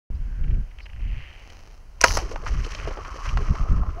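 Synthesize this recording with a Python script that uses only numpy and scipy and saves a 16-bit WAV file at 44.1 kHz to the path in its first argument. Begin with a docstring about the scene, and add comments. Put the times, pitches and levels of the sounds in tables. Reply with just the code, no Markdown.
"""A bow is shot into a pond from a footbridge, heard from a small camera worn by the archer. Snap, knocks:
shaped noise in broad resonances; both set decaying sines (bow modes) ringing. Before it the arrow stutters over
its rest: grains of stick-slip; the bow creaks and the line hisses: clicks. Water churns and spatters (clicks,
ringing grains), slaps and deep gulps (noise bursts), gulps (gliding sines, noise). Wind buffets the microphone:
shaped noise under gust curves. Faint: thin chirps, a hiss, a rising tone."""
import sys
import numpy as np
from scipy import signal
from scipy.fft import rfft, irfft, next_fast_len
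from scipy.io import wavfile
from scipy.ndimage import uniform_filter1d

SR = 44100
rng = np.random.default_rng(int(sys.argv[2]) if len(sys.argv) > 2 else 0)


def store_pcm(level_fs):
    """Save levels as 16-bit WAV."""
    pcm = np.round(np.clip(level_fs, -1, 1) * 32767).astype(np.int16)
    wavfile.write(sys.argv[1], SR, np.atleast_2d(pcm).T)


N = 176400

# Wind: pressure rumble, flutter, open-air hush spectra [f/Hz, relative level/dB]
RUMBLE_SPECTRUM = [(12, -10.5), (28, 1.5), (50, -4), (80, -11.5), (120, -22.5), (250, -51), (600, -87)]
FLUTTER_SPECTRUM = [(50, -11.5), (110, 2.5), (180, -5), (300, -18), (600, -32), (1500, -58), (4000, -88)]
AIR_SPECTRUM = [(100, 0), (1000, -3.5), (2000, -11.5), (5000, -15.5), (9000, -16), (15000, -11)]
# Gusts on the microphone [t/s, level/dB, half length/s]
GUSTS = [(0.167, -26.5, 0.24), (0.424, -23.5, 0.066), (0.531, -19, 0.095), (1.079, -25.5, 0.12),
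         (2.127, -24, 0.085), (2.564, -21, 0.082), (2.879, -26.5, .05), (3.364, -20.5, 0.098),
         (3.51, -14, 0.022), (3.618, -20, 0.04), (3.722, -13, 0.026), (3.79, -16, .03), (3.868, -24, 0.058)]
# Breeze between gusts [t/s, level/dB]
BREEZE_LEVEL = [(.8, -40), (1.4, -45.5), (1.95, -43), (2.2, -30), (3.1, -37.5), (4.0, -33.5)]
AIR_DB, FLUTTER_DB, FLUTTER_EXPONENT = -56.5, -1.5, 1.6

# Faint narrow hiss, then a clear rising tone at the end
HISS_S, HISS_DB, HISS_HZ, HISS_HALF_S, HISS_Q = 0.42, -58.5, 1550, 0.2, 8.6
TONE_S, TONE_DB, TONE_HZ, TONE_HALF_S, TONE_OCT_PER_S = 3.998, -36, 717, 0.031, 4.5

# Thin chirps, perhaps a far bird [end t/s, level/dB, length/s]
CHIRPS = [(.175, -62, .035), (.864, -53.5, 0.054), (1.572, -59, .025)]
CHIRP_TOP_HZ, CHIRP_ARC_S, CHIRP_THROAT_HZ, CHIRP_WIDTH_HZ = 1040, 0.075, 4500, 1000

# Large air pockets [t/s, level/dB, pitch at t/Hz, decay/s]
GULPS = [(2.191, -29.5, 742, 0.013), (2.223, -27, 330, 0.011), (2.25, -36, 380, 0.016),
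         (2.299, -35.5, 310, 0.0094), (2.317, -30, 460, 0.0058), (2.333, -37, 600, .008),
         (2.44, -36.5, 480, 0.0088), (3.41, -33, 400, 0.019)]
GULP_RISE_OCT_PER_S, GULP_ATTACK_S = 4, 0.005
GULP_Q, GULP_NOISE_DB, GULP_TONE_DB = 2.3, -5.5, -2

# Slaps of water, and a few deep broad gulps near 400-550 Hz, before softening [t/s, level/dB, centre f/Hz,
# decay/s]
SLAPS = [(2.36, -25, 900, 0.0026), (2.465, -26.5, 1110, 0.0087), (2.483, -33, 1800, 0.0035),
         (2.646, -31, 3500, 0.0057), (2.749, -27, 3500, 0.005), (2.877, -27, 410, .012),
         (2.911, -31, 540, .005), (2.974, -32.5, 495, 0.012), (3.049, -35, 1280, 0.015),
         (3.255, -32, 1300, 0.024), (3.29, -29.5, 2570, 0.0049), (3.373, -21.5, 1240, 0.0034),
         (3.554, -31.5, 1180, 0.005)]
SLAP_RISE_CYCLES, SLAP_Q, SLAP_LOWPASS_HZ = 1.16, 2.36, 4800

# Splash surges, before trims [t/s, fine spray level/dB, pattering drops level/dB]
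SPLASH_LEVELS = [(2.2, -51, -45.5), (2.33, -53.5, -53.5), (2.39, -64.5, -59), (2.47, -50, -45.5),
                 (2.58, -53, -47), (2.68, -49, -46), (2.83, -53, -42.5), (2.95, -59.5, -53.5),
                 (3.15, -54, -49), (3.27, -49, -48.5), (3.45, -58, -50), (3.57, -54, -50.5),
                 (3.83, -67.5, -59)]
# Bubbling near 1.2 kHz, before trim [t/s, level/dB]
FROTH_LEVEL = [(2.2, -8), (2.7, -6), (3.05, -0.5), (3.85, 0.5), (4.0, -9)]
# Fine spray spectrum [f/Hz, relative level/dB]
SPRAY_SPECTRUM = [(2000, -11), (4000, 2.5), (5800, 7.5), (8000, -2), (15000, -9.5)]
WATER_FULL_S, WATER_RISE_S = 2.18, 0.014
SPRAY_TRIM_DB, PATTER_TRIM_DB, FROTH_TRIM_DB, CHURN_DB = 2, 0.5, -43.5, -50.5

# Line hiss spectrum [f/Hz, relative level/dB]
LINE_SPECTRUM = [(200, 1), (1100, 6), (2400, -8), (4000, 3.5), (6000, 9), (8500, -7.5), (10800, 1.5),
                 (13000, -1.5)]
LINE_START_S, LINE_STOP_S, LINE_RISE_S, LINE_DECAY_S = 2.052, 2.165, 0.0079, 0.029
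LINE_DB, LINE_FLICKS_PER_S = -28.5, 1400

# Arrow catching on its rest [t/s, level/dB, length/s]
REST_CATCHES = [(0.438, -52, 0.0072), (0.479, -50, 0.0036), (0.504, -53.5, 0.015), (0.545, -54, .005),
                (.708, -58, 0.0095), (.787, -47, 0.003), (0.798, -47, 0.011), (0.858, -46, 0.009),
                (.893, -53, 0.014), (0.931, -51, 0.0037), (.962, -57, 0.0073)]
# Arrow sliding over the rest [t/s, level/dB]
SLIDE_LEVEL = [(.93, -67), (1.0, -55), (1.22, -47.5), (1.4, -53.5), (1.55, -61.5), (1.85, -91)]
# Bow creaking near full draw [t/s, level/dB]
CREAK_LEVEL = [(1.0, -88), (1.35, -61), (1.52, -51.5), (1.75, -56.5), (1.86, -79), (2.0, -62)]
# Creak spectrum [f/Hz, relative level/dB]
CREAK_SPECTRUM = [(700, 1), (1500, -6), (3000, -6.5), (6000, -7.5), (9000, -20), (15000, -10.5)]
SLIPS_PER_S, CREAKS_PER_S = 1100, 900

# Clicks and knocks of string, arrow and line around the bow
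# [t/s, level/dB, centre f/Hz, rise/s, decay/s]
KNOCKS = [(1.502, -42.5, 3000, 0.0011, 0.0037), (2.009, -27.5, 1990, 0.00058, 0.0025),
          (2.0138, -8.5, 6000, 0.00064, 0.0013), (2.0206, -25, 6500, 0.0013, 0.0043),
          (2.028, -30, 2200, 0.00065, 0.0054), (2.0425, -1, 7250, 0.00025, 0.00052),
          (2.049, -18, 4500, 0.00046, 0.0017), (2.062, -29, 2010, 0.0024, 0.0046),
          (2.083, -15, 3000, 0.00019, 0.00091), (2.108, -26.5, 1490, 0.0022, 0.0037),
          (2.1727, -20.5, 1150, 0.0026, 0.0056), (2.174, -24, 400, .003, .005),
          (2.1724, -17.5, 6000, 0.0013, 0.0023)]
# String snap spectrum [f/Hz, relative level/dB]
SNAP_SPECTRUM = [(100, -14), (300, -10), (540, -3), (800, -11), (1050, -5), (1800, -2.5), (2400, -12.5),
                 (5000, -13.5), (15000, -34)]
# Bow modes [f/Hz, level re blow/dB, t60/s]
BOW_MODES = [(380, -6, 0.021), (524, -3.5, 0.065), (666, -4.5, 0.065), (969, -1, 0.095), (1069, -5, 0.11),
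             (1285, -11, 0.08), (1405, -5, 0.035), (1817, -7.5, .045), (1920, -7, 0.033),
             (2420, -16, 0.065), (2925, -18, 0.1), (6080, -17, 0.061)]
KNOCK_Q = 1.86
SNAP_S, SNAP_DB, SNAP_RISE_S, SNAP_HOLD_S, SNAP_DECAY_S = 2.0402, -6, 0.0016, 0.0027, 0.0035
SNAP_BLOW_DB, KNOCK_BLOW_DB = -10, -20  # drive into the modes; knocks relative to their own level

# Camera case response [f/Hz, gain/dB]
CASE_RESPONSE = [(2500, 1), (3100, 2), (3400, -9), (3750, -7.5), (4200, -1.5), (6300, 0.5), (7000, -7),
                 (7600, -8.5), (9300, -12), (10700, -9), (12300, -16.5), (14700, -18.5)]
START_S, START_FADE_S, CUTOFF_HZ = 0.102, 0.00095, 15700


def from_db(db):
    """Decibels to amplitude gain."""
    return 10 ** (np.asarray(db) / 20)


def rms_one(x):
    """Scale to unit RMS."""
    return x / np.sqrt(np.mean(x ** 2) + 1e-20)


def clock():
    """Time of every sample, s."""
    return np.arange(N) / SR


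def white():
    """White Gaussian noise."""
    return rng.standard_normal(N)


def gains(rows):
    """One gain curve per dB column, interpolated in dB."""
    s, *columns = np.transpose(rows)
    return [from_db(np.interp(clock(), s, column)) for column in columns]


def colour(x, points):
    """Minimum-phase filter through (Hz, dB) points, via the folded cepstrum."""
    size = next_fast_len(N + SR // 4) * 2
    hz, db = np.transpose(points)
    bin_hz = np.arange(size // 2 + 1) * SR / size
    bin_db = np.interp(np.log(bin_hz + 1), np.log(hz), db)
    cepstrum = irfft(np.log(from_db(bin_db)))
    cepstrum[1:size // 2] *= 2
    cepstrum[size // 2 + 1:] = 0
    response = np.exp(rfft(cepstrum))
    return irfft(rfft(x, size) * response)[:N]


def ring(x, hz, t60_s):
    """Two-pole resonator: a unit click starts a unit sine that falls 60 dB in t60_s."""
    r = from_db(-60 / (t60_s * SR))
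    w = 2 * np.pi * hz / SR
    return signal.lfilter([0, np.sin(w)], [1, -2 * r * np.cos(w), r * r], x + 1e-18)


def swell(s, rise_s, hold_s, decay_s):
    """Gaussian attack up to s, hold, exponential release."""
    t = clock() - s
    attack = (np.minimum(t, 0) / rise_s) ** 2
    release = np.maximum(t - hold_s, 0) / decay_s
    return np.exp(-np.minimum(attack + release, 40))


def hump(s, half_s):
    """Gaussian rise and fall around s."""
    return np.exp(-((clock() - s) / half_s) ** 2)


def even(x, window_s):
    """Divide by the running RMS to hold the level steady."""
    power = uniform_filter1d(x * x, max(int(window_s * SR), 2))
    return x / np.sqrt(np.abs(power) + 1e-12)


def clicks(per_s, spread_db):
    """Random clicks of either sign and uneven size."""
    sizes = from_db(spread_db * np.minimum(rng.exponential(1, N), 4))
    signs = rng.choice([-1, 1], N)
    return sizes * signs * (rng.random(N) < per_s / SR)


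def clumps(per_s, depth_db):
    """Gain wandering between random dB values, per_s of them a second."""
    steps = np.clip(rng.standard_normal(1000), -2, 2)
    return from_db(depth_db * np.interp(clock() * per_s, np.arange(1000), steps))


def burst(envelope, hz, q):
    """Noise in one resonance under an envelope, with the energy of that envelope."""
    b, a = signal.iirpeak(min(hz, SR / 4), max(q, hz / SR * 4), fs=SR)
    x = envelope * signal.lfilter(b, a, white())
    return x * np.sqrt(np.sum(envelope ** 2) / np.sum(x ** 2))


def glide(s, hz, oct_per_s):
    """Sine sliding through hz at s, within an octave either way."""
    pitch_hz = hz * 2 ** np.clip(oct_per_s * (clock() - s), -1, 1)
    return np.sin(2 * np.pi * (np.cumsum(pitch_hz) / SR + rng.random()))


def grains(low_hz, high_hz, per_s, cycles, spread_db, count=16):
    """Clicks dealt among pitched resonators, each falling 60 dB in the given cycles."""
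    born = clicks(per_s, spread_db)
    dealt = rng.integers(0, count, N)
    pitches_hz = np.geomspace(low_hz, high_hz, count)
    cloud = sum(ring(born * (dealt == k), hz, cycles / hz) for k, hz in enumerate(pitches_hz))
    return even(cloud, window_s=0.094)


def background():
    """Faint narrow noise hiss, and a clear sine rising in pitch."""
    hiss = from_db(HISS_DB) * burst(hump(HISS_S, HISS_HALF_S), HISS_HZ, HISS_Q)
    tone = hump(TONE_S, TONE_HALF_S) * glide(TONE_S, TONE_HZ, TONE_OCT_PER_S)
    return hiss + from_db(TONE_DB) * tone


def wind():
    """Slow pressure swings on the port, flutter growing faster than the gusts, steady open-air hush."""
    gust_power = sum((from_db(db) * hump(s, half_s)) ** 2 for s, db, half_s in GUSTS)
    force = np.sqrt(gains(BREEZE_LEVEL)[0] ** 2 + gust_power)
    rumble = force * even(colour(white(), RUMBLE_SPECTRUM), window_s=0.093)
    flutter = force ** FLUTTER_EXPONENT * even(colour(white(), FLUTTER_SPECTRUM), window_s=0.1)
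    air = rms_one(colour(white(), AIR_SPECTRUM))
    return rumble + from_db(FLUTTER_DB) * flutter + from_db(AIR_DB) * air


def chirps():
    """Pitch arcs up to each chirp's end, sweeping overtones through one high resonance."""
    out = 0
    for end_s, db, length_s in CHIRPS:
        pitch_hz = CHIRP_TOP_HZ * hump(end_s, CHIRP_ARC_S)
        phase = 2 * np.pi * np.cumsum(pitch_hz) / SR
        overtones = 0
        for k in range(1, 10):
            throat = np.exp(-((k * pitch_hz - CHIRP_THROAT_HZ) / CHIRP_WIDTH_HZ) ** 2)
            overtones = overtones + throat * np.sin(k * phase)
        envelope = hump(end_s - length_s / 2, length_s / 2) ** 2
        out = out + from_db(db) * envelope * overtones
    return out * clumps(300, depth_db=3)


def gulps():
    """Trapped air pockets burble (noise) and ring (sine), rising in pitch as they near the surface."""
    out = 0
    for s, db, hz, decay_s in GULPS:
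        envelope = from_db(db) * swell(s, GULP_ATTACK_S, 0, decay_s)
        tone = envelope * glide(s, hz, GULP_RISE_OCT_PER_S)
        burble = burst(envelope, hz, GULP_Q)
        out = out + from_db(GULP_TONE_DB) * tone + from_db(GULP_NOISE_DB) * burble
    return out


def slaps():
    """Sheets of water fall back on the surface, and a few deep air pockets burble: resonant noise bursts,
    softened by a low-pass."""
    hits = 0
    for s, db, hz, decay_s in SLAPS:
        envelope = swell(s, SLAP_RISE_CYCLES / hz, 0, decay_s)
        hits = hits + from_db(db) * burst(envelope, hz, SLAP_Q)
    b, a = signal.butter(1, SLAP_LOWPASS_HZ, fs=SR)
    return signal.lfilter(b, a, hits)


def splash():
    """Spray clicks, pattering drops, frothing bubbles and deeper churn, each level wandering in clumps."""
    spray_gain, patter_gain = gains(SPLASH_LEVELS)
    froth_gain, = gains(FROTH_LEVEL)
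    spray = spray_gain * even(colour(clicks(2200, spread_db=4.5), SPRAY_SPECTRUM), window_s=0.051)
    patter = patter_gain * grains(1430, 3500, per_s=1000, cycles=7.4, spread_db=3)
    drops = from_db(SPRAY_TRIM_DB) * spray + from_db(PATTER_TRIM_DB) * patter
    drops = drops * clumps(50, depth_db=3)
    froth = froth_gain * grains(1028, 1340, per_s=600, cycles=47, spread_db=3.5)
    froth = from_db(FROTH_TRIM_DB) * froth * clumps(40, depth_db=2)
    churn = grains(297, 940, per_s=400, cycles=13.2, spread_db=5.5)
    churn = from_db(CHURN_DB) * churn * clumps(30, depth_db=4)
    onset = np.clip((clock() - WATER_FULL_S) / WATER_RISE_S + 1, 0, 1)
    return (drops + froth + churn) * onset


def line():
    """The line whips out of the reel in rapid flicks (coloured clicks), then dies away."""
    flicks = even(colour(clicks(LINE_FLICKS_PER_S, spread_db=3), LINE_SPECTRUM), window_s=0.021)
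    envelope = swell(LINE_START_S, LINE_RISE_S, LINE_STOP_S - LINE_START_S, LINE_DECAY_S)
    return from_db(LINE_DB) * envelope * flicks * clumps(200, depth_db=1.5)


def draw():
    """The shaft sticks and slips over the rest (ringing grains); the loaded bow creaks (clicks, noise)."""
    catches = sum(from_db(db) * swell(s, 0.00077, length_s, 0.0017) for s, db, length_s in REST_CATCHES)
    rub = catches + gains(SLIDE_LEVEL)[0]
    slips = grains(1950, 3200, per_s=SLIPS_PER_S, cycles=14, spread_db=3)
    shaft = even(slips, window_s=0.012)
    cracks = clicks(CREAKS_PER_S, spread_db=5.5) + 0.11 * white()
    creak = even(colour(cracks, CREAK_SPECTRUM), window_s=0.048)
    return rub * shaft + gains(CREAK_LEVEL)[0] * creak


def shot():
    """Knocks and the string's snap: noise bursts whose blows set the bow modes ringing."""
    blows = np.zeros(N)
    blows[int(SNAP_S * SR)] = from_db(SNAP_BLOW_DB)
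    knocks = 0
    for s, db, hz, rise_s, decay_s in KNOCKS:
        knocks = knocks + from_db(db) * burst(swell(s, rise_s, 0, decay_s), hz, KNOCK_Q)
        blows[int(s * SR)] += from_db(db + KNOCK_BLOW_DB)
    snap_envelope = swell(SNAP_S, SNAP_RISE_S, SNAP_HOLD_S, SNAP_DECAY_S)
    snap = snap_envelope * even(colour(white(), SNAP_SPECTRUM), window_s=0.0028)
    modes = 0
    for k, (hz, db, t60_s) in enumerate(BOW_MODES):
        modes = modes + (-1) ** k * from_db(db) * ring(blows, hz, t60_s)  # alternating polarity
    return knocks + from_db(SNAP_DB) * snap + modes


def scene():
    """All sources summed at one microphone."""
    surroundings = background() + wind() + chirps()
    water = gulps() + slaps() + splash()
    bow = line() + draw() + shot()
    return (surroundings + water + bow)[None]


def record(dry):
    """Case coloration, clipped peaks, silence before START_S, steep low-pass."""
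    x = np.clip(colour(dry[0], CASE_RESPONSE), -1, 1)
    x = x * np.clip((clock() - START_S) / START_FADE_S, 0, 1)
    lowpass = signal.ellip(10, 0.2, 80, CUTOFF_HZ, fs=SR, output="sos")
    return signal.sosfilt(lowpass, x)[None]


dry = scene()
out = record(dry)
store_pcm(out)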